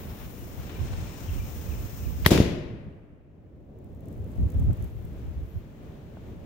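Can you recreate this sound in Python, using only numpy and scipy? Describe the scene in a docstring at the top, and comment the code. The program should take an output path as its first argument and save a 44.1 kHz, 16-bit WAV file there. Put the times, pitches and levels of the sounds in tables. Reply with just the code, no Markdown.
"""A small black-powder charge goes off in a back yard, close to a microphone on the ground.
First its fuse hisses in the soil while a far bird whistles and gusts buffet the microphone.
The bang slaps back from the houses, flutters between their walls and rolls on from the tree line.
Gain control ducks the yard, then lets wind and a sprinkle of falling grit swell back in."""
import sys
import numpy as np
from scipy import signal
from scipy.fft import rfft, irfft
from scipy.io import wavfile
from scipy.ndimage import uniform_filter1d, minimum_filter1d

SR = 44100
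rng = np.random.default_rng(int(sys.argv[2]) if len(sys.argv) > 2 else 0)


def master_out(mix):
    """Clip the mix to full scale and print it as 16-bit PCM to the path in sys.argv[1]."""
    frames = np.transpose(np.atleast_2d(mix))
    ceiling = np.clip(frames, -1, 1)
    pcm = np.round(ceiling * 32767).astype(np.int16)
    wavfile.write(sys.argv[1], SR, pcm)


N = 284445
TIME, FREQS = np.arange(N) / SR, np.fft.rfftfreq(N, 1 / SR)
BANG_S = 2.2612
# Likeness of the two microphone ports. Each row: frequency in Hz, left-right correlation.
PORT_CORRELATION = [(40, 0.4), (130, 0.87), (300, 0.9), (600, 0.28), (1400, .05), (3100, 0.081),
                    (7000, 0.049), (15000, .03)]


def gain_of(db):
    """Decibels to amplitude."""
    return 10 ** (np.asarray(db) / 20)


def unit_rms(x):
    """Scales to rms 1."""
    return x / np.sqrt(np.mean(x ** 2) + 1e-20)


def at_hz(rows, hz=FREQS, column=1):
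    """One column of a spectrum table, interpolated over log frequency."""
    table = np.array(rows, float)
    return np.interp(np.log(hz + 1), np.log(table[:, 0] + 1), table[:, column])


def curve(rows, column=1):
    """One column of a time table at every sample."""
    table = np.array(rows, float)
    return np.interp(TIME, table[:, 0], table[:, column])


def port_gains(rows):
    """Left and right gains of a two-port spectrum."""
    return gain_of([at_hz(rows, column=1), at_hz(rows, column=2)])


def panned(left_db):
    """Left and right gains for a level difference."""
    return gain_of([[left_db / 2], [-left_db / 2]])


def shaped(x, gains):
    """Filters by one gain per frequency."""
    return irfft(rfft(x) * gains, N)


def band(x, hz, kind="bandpass"):
    """Causal Butterworth filter."""
    return signal.sosfilt(signal.butter(2, hz, kind, fs=SR, output="sos"), x)


def noise_pair(correlation):
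    """White noise at two ports; correlation is one number or one per frequency."""
    left, other = rng.standard_normal((2, N))
    apart = np.sqrt(1 - correlation ** 2)
    if np.ndim(correlation):
        return np.array([left, irfft(correlation * rfft(left) + apart * rfft(other), N)])
    return np.array([left, correlation * left + apart * other])


def drift(hz):
    """Slow random motion of rms 1, rolling off above hz."""
    coarse_s = TIME[::64]
    rolloff = np.exp(-(np.fft.rfftfreq(len(coarse_s), coarse_s[1]) / hz) ** 2)
    spectrum = rfft(rng.standard_normal(len(coarse_s))) * rolloff
    return np.interp(TIME, coarse_s, unit_rms(irfft(spectrum, len(coarse_s))))


def burst(start_s, rise_s, t60_s):
    """Envelope that rises, then dies away."""
    out = np.zeros(N)
    part = slice(int(start_s * SR) + 1, int((start_s + 2 * t60_s) * SR))
    t = TIME[part] - start_s
    out[part] = (1 - np.exp(-t / rise_s)) * gain_of(-60 * t / t60_s)
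    return out


def bell(peak_s, width_s):
    """Gaussian swell, width_s between its -3 dB points."""
    return np.exp(-np.sqrt(2) * ((TIME - peak_s) / width_s) ** 2)


def add(mix, start_s, sound):
    """Mixes a short sound in."""
    part = mix[round(start_s * SR):][:len(sound)]
    part += sound[:len(part)]


def fuse(hiss_db=1.0, jet_db=2, sizzle_db=2.5, sputter_db=0.9, jet_hz=4700, sizzle_hz=10500,
         whistle_hz=5300, whistle_width_hz=130):
    """Gas rushes from the fuse: hiss, a jet with a breathy whistle, and a thin sizzle on top."""
    # Each row: frequency in Hz, left and right spectral density in relative dB.
    spectrum = [(300, -7.5, -14), (700, 0.5, -9), (1230, -4.5, -10), (2120, -6.5, -12), (2880, -7.5, -12),
                (4090, -13, -14), (4800, -14, -23), (5300, -12, -23), (7000, -9.5, -18), (7536, -17.5, -19),
                (8700, -25.5, -11.5), (11200, -25.5, -33.5), (13200, -11, -7), (14990, -2, -13)]
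    # In the open, then in the soil. Each row: time in seconds, hiss, jet and sizzle in relative dB.
    burn = [(0, -53.5, -63, -50), (.23, -55, -63, -51), (.48, -60.5, -63, -52.5), (.6, -53, -61, -52),
            (.95, -50, -58, -55), (1.5, -54, -58, -48), (2.25, -55.5, -59.5, -49.5)]
    # Each row: start in seconds, level in dB.
    spits = [(0.694, -46.5), (.80, -54), (0.932, -45.5)]
    # Each row: peak in seconds, hiss boost in dB, jet and sizzle boost in dB, width in seconds.
    flares = [(0.224, 3.5, 0, 0.046), (.75, 1.5, -1.5, 0.06), (1.229, 1, 2.5, 0.044),
              (1.578, 1.5, 1.5, .08), (1.993, 1, 2.5, 0.08)]
    bore = 1 + 0.73 / (1 + ((FREQS - whistle_hz) / whistle_width_hz) ** 2)
    gas = shaped(noise_pair(at_hz(PORT_CORRELATION)), port_gains(spectrum) * bore)
    gas *= gain_of(sputter_db * drift(45))
    high = shaped(gas, 1 / (1 + (jet_hz / (FREQS + 1)) ** 12))
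    top = shaped(gas, 1 / (1 + (sizzle_hz / (FREQS + 1)) ** 12))
    spitting = sum(gain_of(db) * burst(s, 0.00079, t60_s=0.044) for s, db in spits)
    hiss_boost = gain_of(sum(db * bell(s, width_s) for s, db, _, width_s in flares))
    jet_boost = gain_of(sum(db * bell(s, width_s) for s, _, db, width_s in flares))
    hiss = unit_rms(gas - high) * (gain_of(curve(burn) + hiss_db) + spitting)
    jet = unit_rms(high - top) * gain_of(curve(burn, column=2) + jet_db)
    sizzle = unit_rms(top) * gain_of(curve(burn, column=3) + sizzle_db)
    return (hiss * hiss_boost + (jet + sizzle) * jet_boost) * (TIME < BANG_S)


def sparks(db=-64, until_s=0.57, fade_s=0.14):
    """The fuse sprays sparks while it still burns in the open."""
    spray = unit_rms(band(noise_pair(0.045), [9800, 12800]))
    return gain_of(db) * spray * (1 - np.tanh((TIME - until_s) / fade_s)) / 2


def wind(lump_db=1.7, port_lump_db=1.46, unrest_db=2, cutoff_hz=1400):
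    """Eddies buffet each port in lumps: a restless breeze, and gusts from either side."""
    # Each row: frequency in Hz, spectral density in relative dB.
    spectrum = [(12, -42.5), (20, -17), (54, 2), (82, 3), (169, -13), (409, -32), (464, -43), (642, -39),
                (990, -51), (1500, -56.5), (1950, -83), (3300, -120)]
    # Each row: time in seconds, level in dB.
    breeze_levels = [(0, -46.5), (1.1, -39.5), (2.2, -37.5), (3.0, -30.5), (3.8, -42.5), (5.2, -42),
                     (5.9, -52), (6.45, -51)]
    # Each row: peak in seconds, level in dB, width in seconds, left minus right in dB.
    gusts = [(.11, -38.5, 0.053, 1), (0.263, -40, 0.063, 0), (0.589, -35, .06, 4), (.80, -28, 0.057, -3),
             (.96, -32, 0.13, 3), (1.377, -30.5, 0.14, -6), (1.591, -35.5, 0.047, 0),
             (1.715, -33, .06, -9.5), (2.073, -29.5, 0.1, -6), (2.225, -29, 0.07, 2), (4.25, -33, .09, 2),
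             (4.429, -21, 0.058, -0.5), (4.614, -17.5, 0.064, 0.5), (4.691, -15, 0.042, 2),
             (4.827, -29, 0.053, 0), (5.01, -35.5, 0.19, 3.5), (5.271, -34, .06, -1.5),
             (5.406, -32, .08, 0), (5.584, -38, .05, -3), (6.373, -44, .1, 1.5)]
    lowpass = 1 / (1 + (FREQS / cutoff_hz) ** 4)
    lumps_db = lump_db * drift(18) + port_lump_db * np.array([drift(4.9), drift(11)])
    eddies = shaped(noise_pair(0.22), lowpass * gain_of(at_hz(spectrum))) * gain_of(lumps_db)
    eddies = unit_rms(band(eddies, 32, "highpass"))
    breeze = gain_of(curve(breeze_levels) + unrest_db * drift(3.5))
    gust_power = sum((gain_of(db) * bell(s, width_s) * panned(left_db)) ** 2
                     for s, db, width_s, left_db in gusts)
    return eddies * np.sqrt(breeze ** 2 + gust_power)


def air(waver_db=1.09, rustle_hz=1050):
    """Distant neighbourhood rumble and the rustle of trees."""
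    # Each row: frequency in Hz, left and right spectral density in relative dB.
    spectrum = [(25, -7.5, -7), (59.4, 3.5, 6.5), (153, 2.5, 2), (322.2, -3.5, -4.5), (572, -9, -11),
                (908, -22.5, -23.5), (1400, -30, -33), (2300, -33.5, -35.5), (3380, -36.5, -41.5),
                (4900, -42.5, -53), (6800, -43, -51), (7900, -53, -48), (11000, -55, -54.5),
                (14900, -42, -51.5)]
    # Each row: time in seconds, rumble in dB, rustle in dB.
    levels = [(0, -41, -57), (2.2, -42, -59), (3.7, -34, -63), (4.7, -43, -61), (5.6, -46, -62.5),
              (6.45, -40.5, -60.5)]
    wash = shaped(noise_pair(at_hz(PORT_CORRELATION)), port_gains(spectrum))
    high = shaped(wash, 1 / (1 + (rustle_hz / (FREQS + 1)) ** 6))
    rumble = unit_rms(wash - high) * gain_of(curve(levels))
    rustle = unit_rms(high) * gain_of(curve(levels, column=2))
    return (rumble + rustle) * gain_of(waver_db * drift(5.8))


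def bird(db=-7, echo_t60_s=0.6, left_db=8, flicker_db=5.0):
    """Repeats two down-slurred whistles, each followed by a short rising note; trees break them up."""
    # Each row: offset in seconds, level in relative dB, start and end pitch in Hz, length in seconds.
    notes = [(0, -4, 3420, 2638, .04), (0.062, -4, 2470, 2540, .025), (.093, 0.5, 2990, 2330, .061),
             (.142, -5.5, 2780, 2937, .025)]
    # About three a second. Each row: start in seconds, level in relative dB.
    phrases = [(.308, -62), (.632, -50.5), (.949, -52), (1.273, -51), (1.602, -53), (1.938, -54)]
    song = np.zeros(N)
    for offset_s, note_db, start_hz, end_hz, length_s in notes:
        progress = np.linspace(0, 1, int(length_s * SR))
        hz = end_hz + (start_hz - end_hz) * np.exp(-(progress / 0.42) ** 3)
        note = np.sqrt(abs(np.sin(np.pi * progress))) * np.sin(2 * np.pi * np.cumsum(hz) / SR)
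        for start_s, phrase_db in phrases:
            add(song, start_s + offset_s, gain_of(phrase_db + note_db) * note)
    song *= gain_of(flicker_db * drift(70))
    trees = rng.standard_normal((2, SR)) * burst(0.0027, 0.003, echo_t60_s)[:SR]
    echo = signal.fftconvolve(song[None], trees / np.linalg.norm(trees[0]), axes=1)[:, :N]
    return gain_of(db) * (song + echo) * panned(left_db)


def ignition(db=-32, lead_s=0.0074, width_s=0.006):
    """The powder flares for an instant before it bursts."""
    flare = unit_rms(band(noise_pair(0.39), [900, 3500]))
    return gain_of(db) * flare * np.exp(-((TIME - BANG_S + lead_s) / width_s) ** 2)


def shocks(port_hz=55, left_db=1):
    """Shock front and its ground and wall echoes: each a pressure swing of either sign and its rebound."""
    # Each row: start in seconds, signed relative pressure, swing length in seconds, cutoff in Hz.
    fronts = [(2.2609, 0.2, 0.0088, 3000), (2.2644, -0.65, 0.0042, 750), (2.2743, -.16, .0080, 200),
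              (2.3085, -0.15, .0020, 900), (2.3164, 1, 0.0031, 793), (2.318, -0.54, .0035, 750),
              (2.3766, 0.12, .0012, 4000), (2.4021, -1.48, 0.0024, 564)]
    out = np.zeros(N)
    for start_s, pressure, swing_s, cutoff_hz in fronts:
        age = TIME[:SR // 10] / swing_s
        front = pressure * (1 - age) * np.exp(-age)
        dulled = band(band(front, cutoff_hz, "lowpass"), cutoff_hz, "lowpass")
        add(out, start_s, band(dulled, port_hz, "highpass"))  # ports pass no steady pressure
    return out * panned(left_db)


def crack(tear_db=-11.5, tear_s=0.0042, flame_db=-26, flame_t60_s=0.12, left_db=2):
    """A few milliseconds of tearing gas, then the rush of flame and thrown soil."""
    # Each row of both: frequency in Hz, spectral density in relative dB.
    tear_spectrum = [(400, -16.5), (800, -13), (1150, -1.5), (1500, -4), (2000, 5.5), (2750, -10.5),
                     (3300, -2), (4200, -9), (5800, -11.5), (7200, -26), (12000, -15), (16000, -19)]
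    flame_spectrum = [(400, -3), (1500, 3.5), (4000, 4.5), (7000, -0.5), (9000, 1.0), (12500, 3.5),
                      (16000, -9)]
    tear = unit_rms(shaped(noise_pair(0.28), gain_of(at_hz(tear_spectrum))))
    tear *= burst(BANG_S, 0.00025, 1.0) * np.exp(-np.clip((TIME - BANG_S) / tear_s, 0, 2) ** 4)
    flame = unit_rms(shaped(noise_pair(0.12), gain_of(at_hz(flame_spectrum))))
    flame *= burst(BANG_S, 0.0012, flame_t60_s)
    return (gain_of(tear_db) * tear + gain_of(flame_db) * flame) * panned(left_db)


def yard_echo(db=-19, walls_s=2.305, rise_s=0.0038, ground_db=-7, round_trip_s=0.028, feedback=0.5):
    """Nearby ground scatters the bang; then it bounces to and fro between the houses."""
    # Each row: frequency in Hz, left and right spectral density in relative dB.
    spectrum = [(30, -13, -12.5), (70, 0, -5), (170, -3.5, -4.5), (326, -3, -3.5), (610, -7, -11.5),
                (850, -18.5, -23), (1400, -24.5, -26), (2100, -18.5, -25.5), (3300, -19.5, -25.5),
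                (4600, -23, -28), (6950, -23, -32), (8280, -33, -32), (12500, -33, -29),
                (15500, -31, -42.5)]
    # Each row: frequency in Hz, T60 in seconds.
    decay = [(80, 1.6), (260, 1.14), (700, 0.9), (1900, 1.06), (4800, 0.74), (8000, 0.51), (13000, .45)]
    round_trip = feedback * np.exp(-2j * np.pi * FREQS * round_trip_s) / (1 + (FREQS / 5000) ** 2)
    wash = unit_rms(shaped(noise_pair(at_hz(PORT_CORRELATION)), port_gains(spectrum) / (1 - round_trip)))
    hz, frame_s, frames = signal.stft(wash, SR, nperseg=512)
    frames *= gain_of(-60 * np.maximum(frame_s - walls_s, 0) / at_hz(decay, hz)[:, None])
    tail = signal.istft(frames, SR, nperseg=512)[1][:, :N]
    first_echoes = 0.25 * burst(walls_s, rise_s, 0.37) + 0.55 * burst(2.398, 0.0027, 0.28)
    walls = burst(walls_s, rise_s, 50) + first_echoes
    ground = gain_of(ground_db) * burst(BANG_S, 0.0082, 0.34)
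    return gain_of(db) * tail * (walls + ground)


def slap(start_s=2.3757, db=-20, t60_s=0.022, left_db=6):
    """One hard wall returns the crack, still bright."""
    bright = unit_rms(band(noise_pair(0.3), [800, 4000]))
    return gain_of(db) * bright * burst(start_s, 0.0004, t60_s) * panned(left_db)


def far_echoes(roll_db=-36, start_s=2.395, roll_t60_s=2.28):
    """The bang rolls on from the tree line; far buildings and hills return dull thuds."""
    # Each row: frequency in Hz, spectral density in relative dB.
    spectrum = [(40, -3), (90, 5.5), (300, 3), (600, -5.5), (900, -16), (1500, -19), (2600, -22.5),
                (4000, -42.5), (7000, -47), (15000, -52)]
    # Each row: start in seconds, level in relative dB, T60 in seconds.
    thuds = [(2.70, -30, 0.18), (2.76, -42.5, .1), (2.864, -31.5, 0.15), (3.12, -41, 0.088)]
    roll = unit_rms(shaped(noise_pair(at_hz(PORT_CORRELATION)), gain_of(at_hz(spectrum))))
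    roll *= gain_of(roll_db) * burst(start_s, 0.093, roll_t60_s)
    thud_envelope = sum(gain_of(db) * burst(s, 0.0044, t60_s) for s, db, t60_s in thuds)
    return roll + thud_envelope * unit_rms(band(noise_pair(0.8), [70, 170]))


def debris(ticks_per_s=130, spread_db=2.5, dust=0.35, tick_s=0.0015, shower_db=-67, linger_db=-84,
           crumb_db=-4.5):
    """Dust sifts down; a shower of grit and larger crumbs of soil ticks on dry stalks."""
    # Each row: start in seconds, level in relative dB, left minus right in dB.
    landings = [(3.7873, -49, -13.5), (3.8442, -47, 13), (3.9479, -47.5, 8), (4.0066, -49.5, 12),
                (4.0567, -46.5, 10.5), (4.0846, -40.5, 5), (4.127, -45.5, 2), (4.2436, -51.5, -2),
                (4.502, -40.5, -2), (4.5194, -44, .5), (4.598, -43.5, -5.5), (4.7314, -43, 0),
                (4.771, -49, 6), (4.8237, -40.5, 3), (4.8425, -41, 5), (5.0514, -48, 9)]
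    # Each row: frequency in Hz, spectral density in relative dB.
    stalk_spectrum = [(1500, -15), (3500, -11.5), (5000, -10.5), (7000, 1), (8000, -1), (11000, -1),
                      (15000, 4)]
    sizes = gain_of(spread_db * np.minimum(rng.exponential(1, (2, N)), 2))
    hits = sizes * (rng.random((2, N)) < ticks_per_s / SR)
    ticks = signal.lfilter([1], [1, -np.exp(-1 / (tick_s * SR))], hits + 0.4 * hits[::-1])
    shower = gain_of(shower_db) * bell(peak_s=4.6, width_s=0.89) + gain_of(linger_db) * (TIME > BANG_S)
    grit = unit_rms(unit_rms(ticks) + dust) * shower * panned(left_db=3)
    crumbs = sum(gain_of(db + crumb_db) * panned(left_db) * burst(s, 0.0002, t60_s=0.015)
                 for s, db, left_db in landings)
    stalks = unit_rms(shaped(noise_pair(0.16), gain_of(at_hz(stalk_spectrum))))
    return stalks * (grit + crumbs)


def clods():
    """Clods knock on wood: three short modes each."""
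    # Each row: start in seconds, level in dB, base frequency in Hz, T60 in seconds.
    knocks = [(4.708, -41, 1800, 0.011), (5.963, -45, 890, 0.0096), (6.169, -32.5, 760, .018),
              (6.287, -41, 694, 0.011)]
    # Each row: frequency ratio, amplitude.
    modes = [(0.8, 0.88), (1.2, 0.38), (1.95, 0.2)]
    out, t = np.zeros(N), TIME[:SR // 10]
    for start_s, db, hz, t60_s in knocks:
        ring = sum(size * np.sin(2 * np.pi * hz * ratio * t) for ratio, size in modes)
        add(out, start_s, ring * np.minimum(t * hz, 1) * gain_of(db - 60 * t / t60_s))
    return out


def embers(band_hz=(11300, 14800), left_db=4):
    """Smouldering powder fizzes thinly."""
    # Each row: peak in seconds, level in dB, width in seconds.
    swells = [(4.9, -72, 0.22), (5.53, -69.5, 0.11)]
    fizz = unit_rms(band(band(noise_pair(0), band_hz), band_hz))
    return fizz * sum(gain_of(db) * bell(s, width_s) for s, db, width_s in swells) * panned(left_db)


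def scene(explosion_gain_db=20.5):
    """The explosion among the quiet sounds of the yard."""
    explosion = gain_of(explosion_gain_db) * (shocks() + crack() + slap() + yard_echo() + far_echoes())
    burning = fuse() + sparks() + ignition() + embers()
    return explosion + burning + wind() + air() + debris() + clods() + bird()


def record(dry, limit_db=-10.0, hold_s=0.87, recovery_db_per_s=19, ceiling=0.88, cutoff_hz=15850):
    """Gain control clamps on the bang, holds and creeps back; then clipping and a low-pass."""
    power = uniform_filter1d((dry ** 2).mean(0), size=400)
    over_db = np.maximum(10 * np.log10(abs(power) + 1e-12) - limit_db, 0)
    half_hold = int(hold_s * SR) // 2
    held_db = -minimum_filter1d(-over_db, 2 * half_hold + 1, origin=half_hold)  # trailing maximum
    regained_db = recovery_db_per_s * TIME
    duck_db = np.maximum.accumulate(held_db + regained_db) - regained_db
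    clipped = np.clip(dry * gain_of(-duck_db), -ceiling, ceiling)
    lowpass = signal.firwin(511, cutoff_hz, window=("kaiser", 9), fs=SR)
    return signal.oaconvolve(clipped, lowpass[None], "same")


dry = scene()
out = record(dry)
master_out(out)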